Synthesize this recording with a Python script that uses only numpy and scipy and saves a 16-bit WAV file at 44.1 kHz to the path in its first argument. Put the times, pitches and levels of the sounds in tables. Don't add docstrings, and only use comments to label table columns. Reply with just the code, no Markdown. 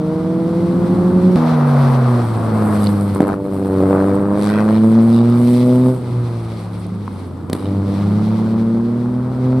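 import sys
import numpy as np
from scipy import signal
from scipy.fft import rfft, irfft, next_fast_len
from scipy.io import wavfile
from scipy.ndimage import uniform_filter1d

SR = 44100
rng = np.random.default_rng(int(sys.argv[2]) if len(sys.argv) > 2 else 0)


def dump_mix(stems):
    frames = np.atleast_2d(stems).T
    limited = np.clip(frames, -1, 1)
    pcm = np.round(limited * 32767).astype(np.int16)
    wavfile.write(sys.argv[1], SR, pcm)


def gain_from_db(level_db):
    decades = np.asarray(level_db, float) / 20
    return 10 ** decades


N = 423360
CHANGE_S = 1.359
HZ = np.maximum(np.fft.rfftfreq(N, 1 / SR), 1)


def rms_one(x):
    return x / np.sqrt(np.mean(x ** 2) + 1e-20)


def in_time(rows):
    s, *columns = np.transpose(rows)
    return [np.interp(np.arange(N) / SR, s, c) for c in columns]


def at_pitch(points, hz):
    table_hz, values = np.transpose(points)
    return np.interp(np.log(hz), np.log(table_hz), values)


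def colour(x, spectrum):
    return rms_one(irfft(rfft(x) * gain_from_db(at_pitch(spectrum, HZ)), N))


def span(start, end, edge):
    t = np.arange(N) / SR
    return np.clip(1 + np.minimum(t - start, end - t) / edge, 0, 1)


def drift(rate):
    knots_per_s = 40
    knots = rng.standard_normal(int(N / SR * knots_per_s) + 2)
    memory = np.exp(-2 * np.pi * rate / knots_per_s)
    slow = rms_one(signal.lfilter([1], [1, -memory], knots))
    return np.interp(np.arange(N) * knots_per_s / SR, np.arange(len(slow)), slow)


# Hz, side against mid in dB before a small overall cut.
SPREAD = [(60, -29.5), (110, -25), (200, -12), (380, -8.5), (700, -7.5), (1290, -8), (2380, -4.5),
          (4400, -5), (8120, -4.5), (15000, -4.5)]


def wide_noise():
    mid, side = rfft(rng.standard_normal((2, N)))
    return irfft(mid + gain_from_db(at_pitch(SPREAD, HZ) - 0.7) * side * [[1], [-1]], N)


# time in seconds, Hz.
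FIRING = [(0, 154.8), (.244, 161.1), (.94, 175.2), (1.358, 183.2), (1.36, 159.2), (1.5, 159), (1.62, 146.7),
          (1.8, 140.7), (2.29, 113.3), (2.79, 103.5), (3.13, 99.16), (3.32, 99.57), (3.4, 98.36),
          (3.82, 95.14), (4.28, 100.3), (5.31, 118.9), (5.93, 127.9), (6, 122.9), (6.18, 120.9),
          (6.66, 107.6), (7.01, 102.6), (7.31, 88.6), (7.49, 90), (7.56, 98.5), (7.72, 97.84), (7.97, 99.5),
          (8.32, 109.1), (8.73, 113.7), (9.12, 123.9), (9.6, 128.8)]
# time in seconds, exhaust note in dB before the pipe, fall of its orders
# in dB per octave up to the fourth, rasp in dB, tyre and air hiss in dB.
ENGINE = [(0, -19.5, -7.5, -33.5, -49), (.25, -21, -6.5, -32.5, -52), (.65, -16, -9.5, -32, -47),
          (.95, -15.5, -11.5, -27.5, -48.5), (1.358, -8, -14.5, -29, -47.5),
          (1.36, -12.5, -15.5, -22, -41.5), (1.8, -6, -21.5, -20, -38), (2.17, -9, -13.5, -22.5, -43),
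          (2.3, -10.5, -18, -26.5, -44), (2.7, -11.5, -13, -21.5, -42), (2.88, -7.5, -14, -25.5, -42.5),
          (3.13, -8, -15.5, -31, -48), (3.23, -24.5, -1, -24, -42.5), (3.33, -20.5, -4.5, -21, -43.5),
          (3.38, -28, -1.5, -37.5, -57), (3.57, -17, -7.5, -33.5, -48), (3.82, -14, -4.5, -25.5, -44),
          (3.96, -13, -6, -21, -44), (4.28, -14, -7, -27.5, -52), (4.44, -16, -7, -24, -34.5),
          (4.62, -13.5, -9, -22.5, -41), (4.83, -11, -10, -28.5, -43.5), (5.31, -8.5, -14.5, -27.5, -42.5),
          (5.52, -12.5, -9.5, -32.5, -36.5), (5.9, -10.5, -8.5, -31.5, -43),
          (6, -21.5, -12.5, -37.5, -50.5), (6.18, -11, -16, -34.5, -48.5), (6.6, -19, -16, -36, -44),
          (7.01, -15, -19, -40.5, -52.5), (7.2, -22.5, -17, -37.5, -46), (7.3, -25.5, -19, -40, -55),
          (7.48, -26, -17, -39, -67), (7.56, -21.5, -11, -33, -46), (7.72, -9, -13, -34.5, -48.5),
          (7.85, -8.5, -14.5, -34, -46), (7.95, -11.5, -12.5, -30.5, -41), (8.06, -7, -16, -31, -44),
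          (8.32, -11.5, -16, -31, -43.5), (8.73, -17, -10.5, -34.5, -50), (9.12, -18, -13, -35, -52.5),
          (9.37, -17.5, -12, -33.5, -53.5), (9.45, -11.5, -13, -32, -46.5), (9.6, -12, -11.5, -32.5, -47.5)]


def near_car():
    (hz,), (note_db, fall_db, rasp_db, hiss_db) = in_time(FIRING), in_time(ENGINE)
    turns = np.cumsum(hz) / SR
    count = turns.astype(int)
    burns = rng.standard_normal((2, count[-1] + 2))
    strength, late = [np.interp(turns - .5, np.arange(len(b)), b) for b in burns]
    within = turns - count
    puff = rms_one(gain_from_db(1.8 * burns[0][count]) * within * np.exp(-7.5 * within))
    gas, road = wide_noise(), wide_noise()
    tone = exhaust_note(hz, turns, strength, late, note_db, fall_db)
    noise = gated_noise(puff, gas, road, rasp_db, hiss_db)
    return tone + rumble(turns, road, rasp_db) + noise + spit(puff, gas)


# Hz, gain in dB.
PIPE = [(85, 0), (100, -11), (125, -3.5), (160, -4.5), (190, 0), (225, 13.5), (260, 8.5), (300, 4),
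        (350, 7.5), (400, 1.8), (470, 6), (560, 4.5), (650, 1.5), (750, -14), (900, -1), (1300, -20)]
# start in seconds, end in seconds, change in dB.
OVERRUN = [(1.52, 2.446, -14), (3.36, 3.454, -3), (5.966, 6.871, -13.5), (7.105, 7.45, 1),
           (7.56, 7.62, -11.5), (9.277, 9.381, -3)]
THROTTLE_S = 0.085
UPPER_FALL_DB = -9.5
SECOND_ORDER_LAG = 1.15


def exhaust_note(hz, turns, strength, late, note_db, fall_db):
    tone = np.zeros(N)
    for k in range(1, 10):
        db = note_db + fall_db * np.log2(min(k, 4)) + UPPER_FALL_DB * np.log2(max(k / 4, 1))
        db = db + at_pitch(PIPE, k * hz)
        if k == 2:
            db = db + sum(change * span(start, end, THROTTLE_S) for start, end, change in OVERRUN)
        db = db + .3 * k * drift(6) + .35 * (k - 1) * strength
        phase = 2 * np.pi * k * (turns - .17) - 0.024 * k * k * late - SECOND_ORDER_LAG * (k == 2)
        tone += gain_from_db(db) * np.cos(phase)
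    return np.sqrt(2) * tone


# Hz, relative level in dB per Hz.
RUMBLE = [(40, -47), (65, -14.5), (90, 15), (130, 14), (250, 16), (450, 5.5), (700, -32)]
# order, relative level in dB.
UNEVEN_ORDERS = [(.5, -4.5), (.75, -4), (1.25, -13), (1.5, 2.5), (1.75, -0.5), (2.25, -12.5), (2.5, -14),
                 (3.5, -14.5)]
# time in seconds, trim in dB.
RUMBLE_TRIM = [(0, 0.5), (.9, 9), (1.355, 8), (1.4, -2), (2.1, -3.5), (2.4, 4.8), (3.2, 2), (4.3, 3.5),
               (4.7, 0), (6, 2.5), (6.5, -5), (7.7, 4), (9.6, 0)]
RUMBLE_DB, RUMBLE_FOLLOWS = -28, 0.21


def rumble(turns, road, rasp_db):
    level_db = RUMBLE_DB + RUMBLE_FOLLOWS * (rasp_db - rasp_db.mean()) + in_time(RUMBLE_TRIM)[0]
    uneven = sum(gain_from_db(db + 1.3 * drift(1.7)) * np.cos(2 * np.pi * k * turns + k) for k, db in UNEVEN_ORDERS)
    return gain_from_db(level_db) * (colour(road, RUMBLE) + gain_from_db(-15.0) * uneven)


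# time in seconds, bite from 0 to 1.
BITE = [(0, .28), (3.15, .28), (3.2, .92), (3.35, .9), (3.42, .62), (4.3, .6), (4.5, .85), (4.8, .55),
        (5.9, .55), (6, .25), (7.4, .25), (7.6, .38), (9.6, .38)]
# Hz, relative level in dB per Hz.
RASP = [(240, -18.5), (400, -5.5), (423, -15), (486, -2), (541, -7), (586, -6), (1230, -10), (1770, -24),
        (2800, -38.5), (3640, -53.5), (6160, -120)]
# Hz, relative level in dB per Hz.
HISS = [(1200, -36), (2000, 4), (2800, -3.5), (3300, -1), (4500, -2.5), (6000, -0.5), (8000, -12.5)]
# Hz, relative level in dB per Hz, before the extra top.
AIR = [(4500, -29), (7000, -7), (9000, 3.5), (11500, 1.5), (13500, -11.5), (16000, -34)]
# time in seconds, level against the hiss in dB, extra above 11 kHz in dB.
AIRY = [(0, -7, -20), (1.355, -17, -14), (1.365, -21.5, 17), (2.2, -1.5, 6.5), (2.8, 1.5, 9),
        (3.4, 2, 10.5), (4.4, 4, 6), (5.5, -0.5, 8.5), (5.95, 1, 7.5), (6.4, -8, -8), (7.4, -7, -9),
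        (7.6, 1, -20), (8, -21, -22), (9.3, -24.5, -3), (9.6, -21, -5)]


def gated_noise(puff, gas, road, rasp_db, hiss_db):
    bite, = in_time(BITE)
    gate = np.sqrt(1 - bite ** 2) * (1 - bite) + bite * puff
    gate = gate / np.sqrt(uniform_filter1d(gate ** 2, size=4000))
    rasp = colour(gate * gas, RASP)
    hiss = colour((1 - bite + gate) * gain_from_db(2.36 * drift(6.3)) * road, HISS)
    air = colour((1.7 * (1 - bite) + gate) * gain_from_db(2.9 * drift(10)) * gas, AIR)
    airy_db, bright_db = in_time(AIRY)
    top = signal.sosfilt(signal.butter(4, 11000, "high", fs=SR, output="sos"), air)
    air = air + gain_from_db(bright_db) * top
    return gain_from_db(rasp_db) * rasp + gain_from_db(hiss_db) * hiss + gain_from_db(hiss_db + airy_db) * air


# start in seconds, length in seconds,
# centre at the start in Hz, centre at the end in Hz, level of a band on the centre in dB.
SPIT = [(2.838, 0.026, 4452, 4405, -36.5), (4.432, 0.14, 7600, 2100, -38.5),
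        (4.492, 0.12, 1475, 1489, -34.5), (4.728, 0.047, 2600, 3410, -41), (5.143, 0.046, 4255, 4300, -37),
        (5.28, 0.069, 4340, 4300, -45.5), (5.433, 0.45, 4400, 4334, -49), (7.59, 0.089, 3501, 3500, -47.5)]
SPIT_EDGE_DB_PER_S = 354


def spit(puff, noise):
    out = np.zeros((2, N))
    for start, length, hz0, hz1, db in SPIT:
        part = slice(int((start - .1) * SR), int((start + length + .1) * SR))
        t = np.arange(part.start, part.stop) / SR - start
        centre_hz = hz0 * (hz1 / hz0) ** np.clip(t / length, 0, 1)
        level_db = db + SPIT_EDGE_DB_PER_S * np.minimum(np.minimum(t, length - t), 0)
        fronts = puff[part] ** 1.14 * noise[:, part]
        for hz in 1500 * 2 ** (np.arange(9) / 3):
            edges = [hz / 2 ** (1 / 6), hz * 2 ** (1 / 6)]
            band = signal.sosfilt(signal.butter(2, edges, "band", fs=SR, output="sos"), fronts)
            out[:, part] += rms_one(band) * gain_from_db(level_db - 17 * np.log2(hz / centre_hz) ** 2)
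    return out


# time in seconds, 3.5 ms before the bang starts, boom in dB,
# knock and crack trims against the boom in dB.
BACKFIRES = [(3.157, -10, 2, -39), (3.201, 3.5, -30, -29), (3.213, -15, -11, -22), (3.225, -4.5, -18, -34),
             (7.075, -22.5, 12, -25), (7.495, -13.5, -8, -16), (7.527, -8.5, -45, -9.5),
             (7.547, -14, -4, -21), (7.561, -19, -11, -25)]


def backfires():
    out, t = np.zeros(N + SR), np.arange(SR // 20) / SR
    turns = 190 * t + 0.46 * (1 - np.exp(-t / 0.00092))
    boom = -np.sin(2 * np.pi * turns) * t / 0.00089 * np.exp(1 - t / 0.0013)
    knock = -np.sin(2 * np.pi * 1000 * t) * t / 0.0006 * np.exp(1 - t / 0.00074)
    for s, boom_db, knock_db, crack_db in BACKFIRES:
        i = int((s + .0035) * SR)
        crack = gain_from_db(crack_db + 6) * np.exp(-t / 0.0026) * rng.standard_normal(len(t))
        out[i:i + len(t)] += gain_from_db(boom_db) * (boom + gain_from_db(knock_db - 6.0) * knock + crack)
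    return out[:N]


def burst(out_hz, cycles):
    t = np.arange(int(cycles * 6 * SR / out_hz)) / SR
    return np.sin(2 * np.pi * out_hz * t) * np.exp(-t * out_hz / cycles)


# time in seconds, level in dB before roughening, ping in Hz.
GRIT = [(2.8419, -13, 8700), (2.8502, -26, 4530), (2.87, -13.5, 4340), (3.0111, -18, 8800),
        (3.0783, -30, 8500), (3.149, -17, 8500), (4.1535, -24, 8290), (6.572, -33, 4511),
        (6.867, -28, 9530)]
TICKS_PER_S, TICK_DB = 1.2, -43


def grit():
    out = np.zeros(N + SR)
    pings = list(GRIT)
    for s, db, pitch, keep in rng.random((40, 4)):
        if keep * 40 < TICKS_PER_S * N / SR:
            pings.append((s * N / SR, TICK_DB + 6 * db, 3400 * 2 ** (1.2 * pitch)))
    for s, level_db, ping_hz in pings:
        i, ping = int(s * SR), burst(ping_hz, cycles=5.2)
        ping = ping * (1 + .5 * rng.standard_normal(len(ping)))
        out[i:i + len(ping)] += gain_from_db(level_db) * ping
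    return out[:N]


# start in seconds, end in seconds, start in Hz,
# end in Hz, start in dB, end in dB.
FAR = [(0, 1.32, 180.1, 191.3, -22.5, -16.5), (1.385, 2.19, 241.9, 238.4, -15.5, -20),
       (6.151, 6.95, 165.6, 181.8, -38, -25), (8.032, 9.598, 173.9, 221, -22, -31.5)]
FAR_OCTAVE_DB = -19.5


def far_engine():
    out, t = np.zeros(N), np.arange(N) / SR
    for start, end, hz0, hz1, db0, db1 in FAR:
        hz, db = in_time([(start, hz0, db0), (end, hz1, db1)])
        same_spot = (t < CHANGE_S) == (start < CHANGE_S)
        cycle = 2 * np.pi * np.cumsum(hz) / SR
        first = gain_from_db(0.8 * drift(7.6)) * np.sin(cycle)
        second = gain_from_db(FAR_OCTAVE_DB + 5.0 * drift(6.1)) * np.sin(2 * cycle)
        out += span(start, end, 0.073) * same_spot * gain_from_db(db) * (first + second)
    return np.sqrt(2) * out


# delay in seconds, level in dB.
ECHOES = [(.021, -22.5), (.034, -16), (.058, -21.5), (.083, -24), (.13, -38), (.19, -47.5)]


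def barriers(x):
    out = np.zeros((2, N))
    dull = signal.sosfilt(signal.butter(1, [300, 5000], "band", fs=SR, output="sos"), x)
    for k, (s, db) in enumerate(ECHOES):
        lag = int(s * SR)
        out[k % 2, lag:] += gain_from_db(db) * dull[:N - lag]
    return out


# peak time in seconds, level added to the calm in dB.
GUSTS = [(1.0, -40), (6.47, -41), (9.6, -36)]
GUST_FALL_DB_PER_S, CALM_DB = 18, -48


def wind():
    low = signal.sosfilt(signal.butter(2, [42, 75], "band", fs=SR, output="sos"), wide_noise())
    t = np.arange(N) / SR
    gusts = sum(gain_from_db(db - GUST_FALL_DB_PER_S * np.abs(t - s)) for s, db in GUSTS)
    return (gain_from_db(CALM_DB) + gusts) * rms_one(low)


JUMP_DB = -13


def jump():
    t = np.arange(N) / SR - CHANGE_S
    relax = np.exp(-np.abs(t) / .0015) + gain_from_db(-6) * np.exp(-np.abs(t) / .008)
    return -gain_from_db(JUMP_DB) * (t >= 0) * relax


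def scene():
    direct = near_car() + far_engine() + backfires() + grit()
    return direct + barriers(direct.mean(axis=0)) + wind() + jump()


def band_limit(x):
    return signal.sosfilt(signal.butter(12, 16470, fs=SR, output="sos"), x)


# Hz, gain in dB.
MICROPHONE = [(20, -15), (45, -7.5), (70, -0.5), (2200, -0.5), (2900, -2), (4300, 1), (5300, -5.5),
              (6100, -10), (6750, -11.5), (7400, -5.5), (8300, 0), (11500, -5.5), (13500, -13.5),
              (15500, -10.5)]
# Hz, left minus right in dB.
TILT = [(60, 0.5), (110, 0), (200, -0.5), (380, -0.5), (700, 0.5), (1290, 2.5), (2380, 1), (4400, 0),
        (8120, 0), (15000, -3.5)]
# Hz, radians the left port leads.
LEAD = [(300, 0.03), (1200, -0.041), (2500, -0.38), (4500, -0.066), (8000, -1.37), (14000, -1.4)]


def record(dry):
    half, margin = np.array([[.5], [-.5]]), 2048
    window = np.hanning(2 * margin)
    fade = np.r_[window[:margin], np.ones(N), window[margin:]]
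    rounded = 1.545 * np.tanh(dry / 1.623)
    wide = fade * np.pad(rounded, [(0, 0), (margin, margin)], "reflect")
    size = next_fast_len(len(fade))
    hz = np.maximum(np.fft.rfftfreq(size, 1 / SR), 1)
    gain = gain_from_db(at_pitch(MICROPHONE, hz) + half * at_pitch(TILT, hz))
    ports = gain * np.exp(1j * half * at_pitch(LEAD, hz))
    heard = irfft(rfft(wide, size) * ports, size)
    heard = signal.sosfilt(signal.cheby2(10, 50, 16300, fs=SR, output="sos"), heard)
    heard = heard[:, margin:margin + N]
    return band_limit(np.clip(heard, -.995, .995))


dry = scene()
out = record(dry)
dump_mix(out)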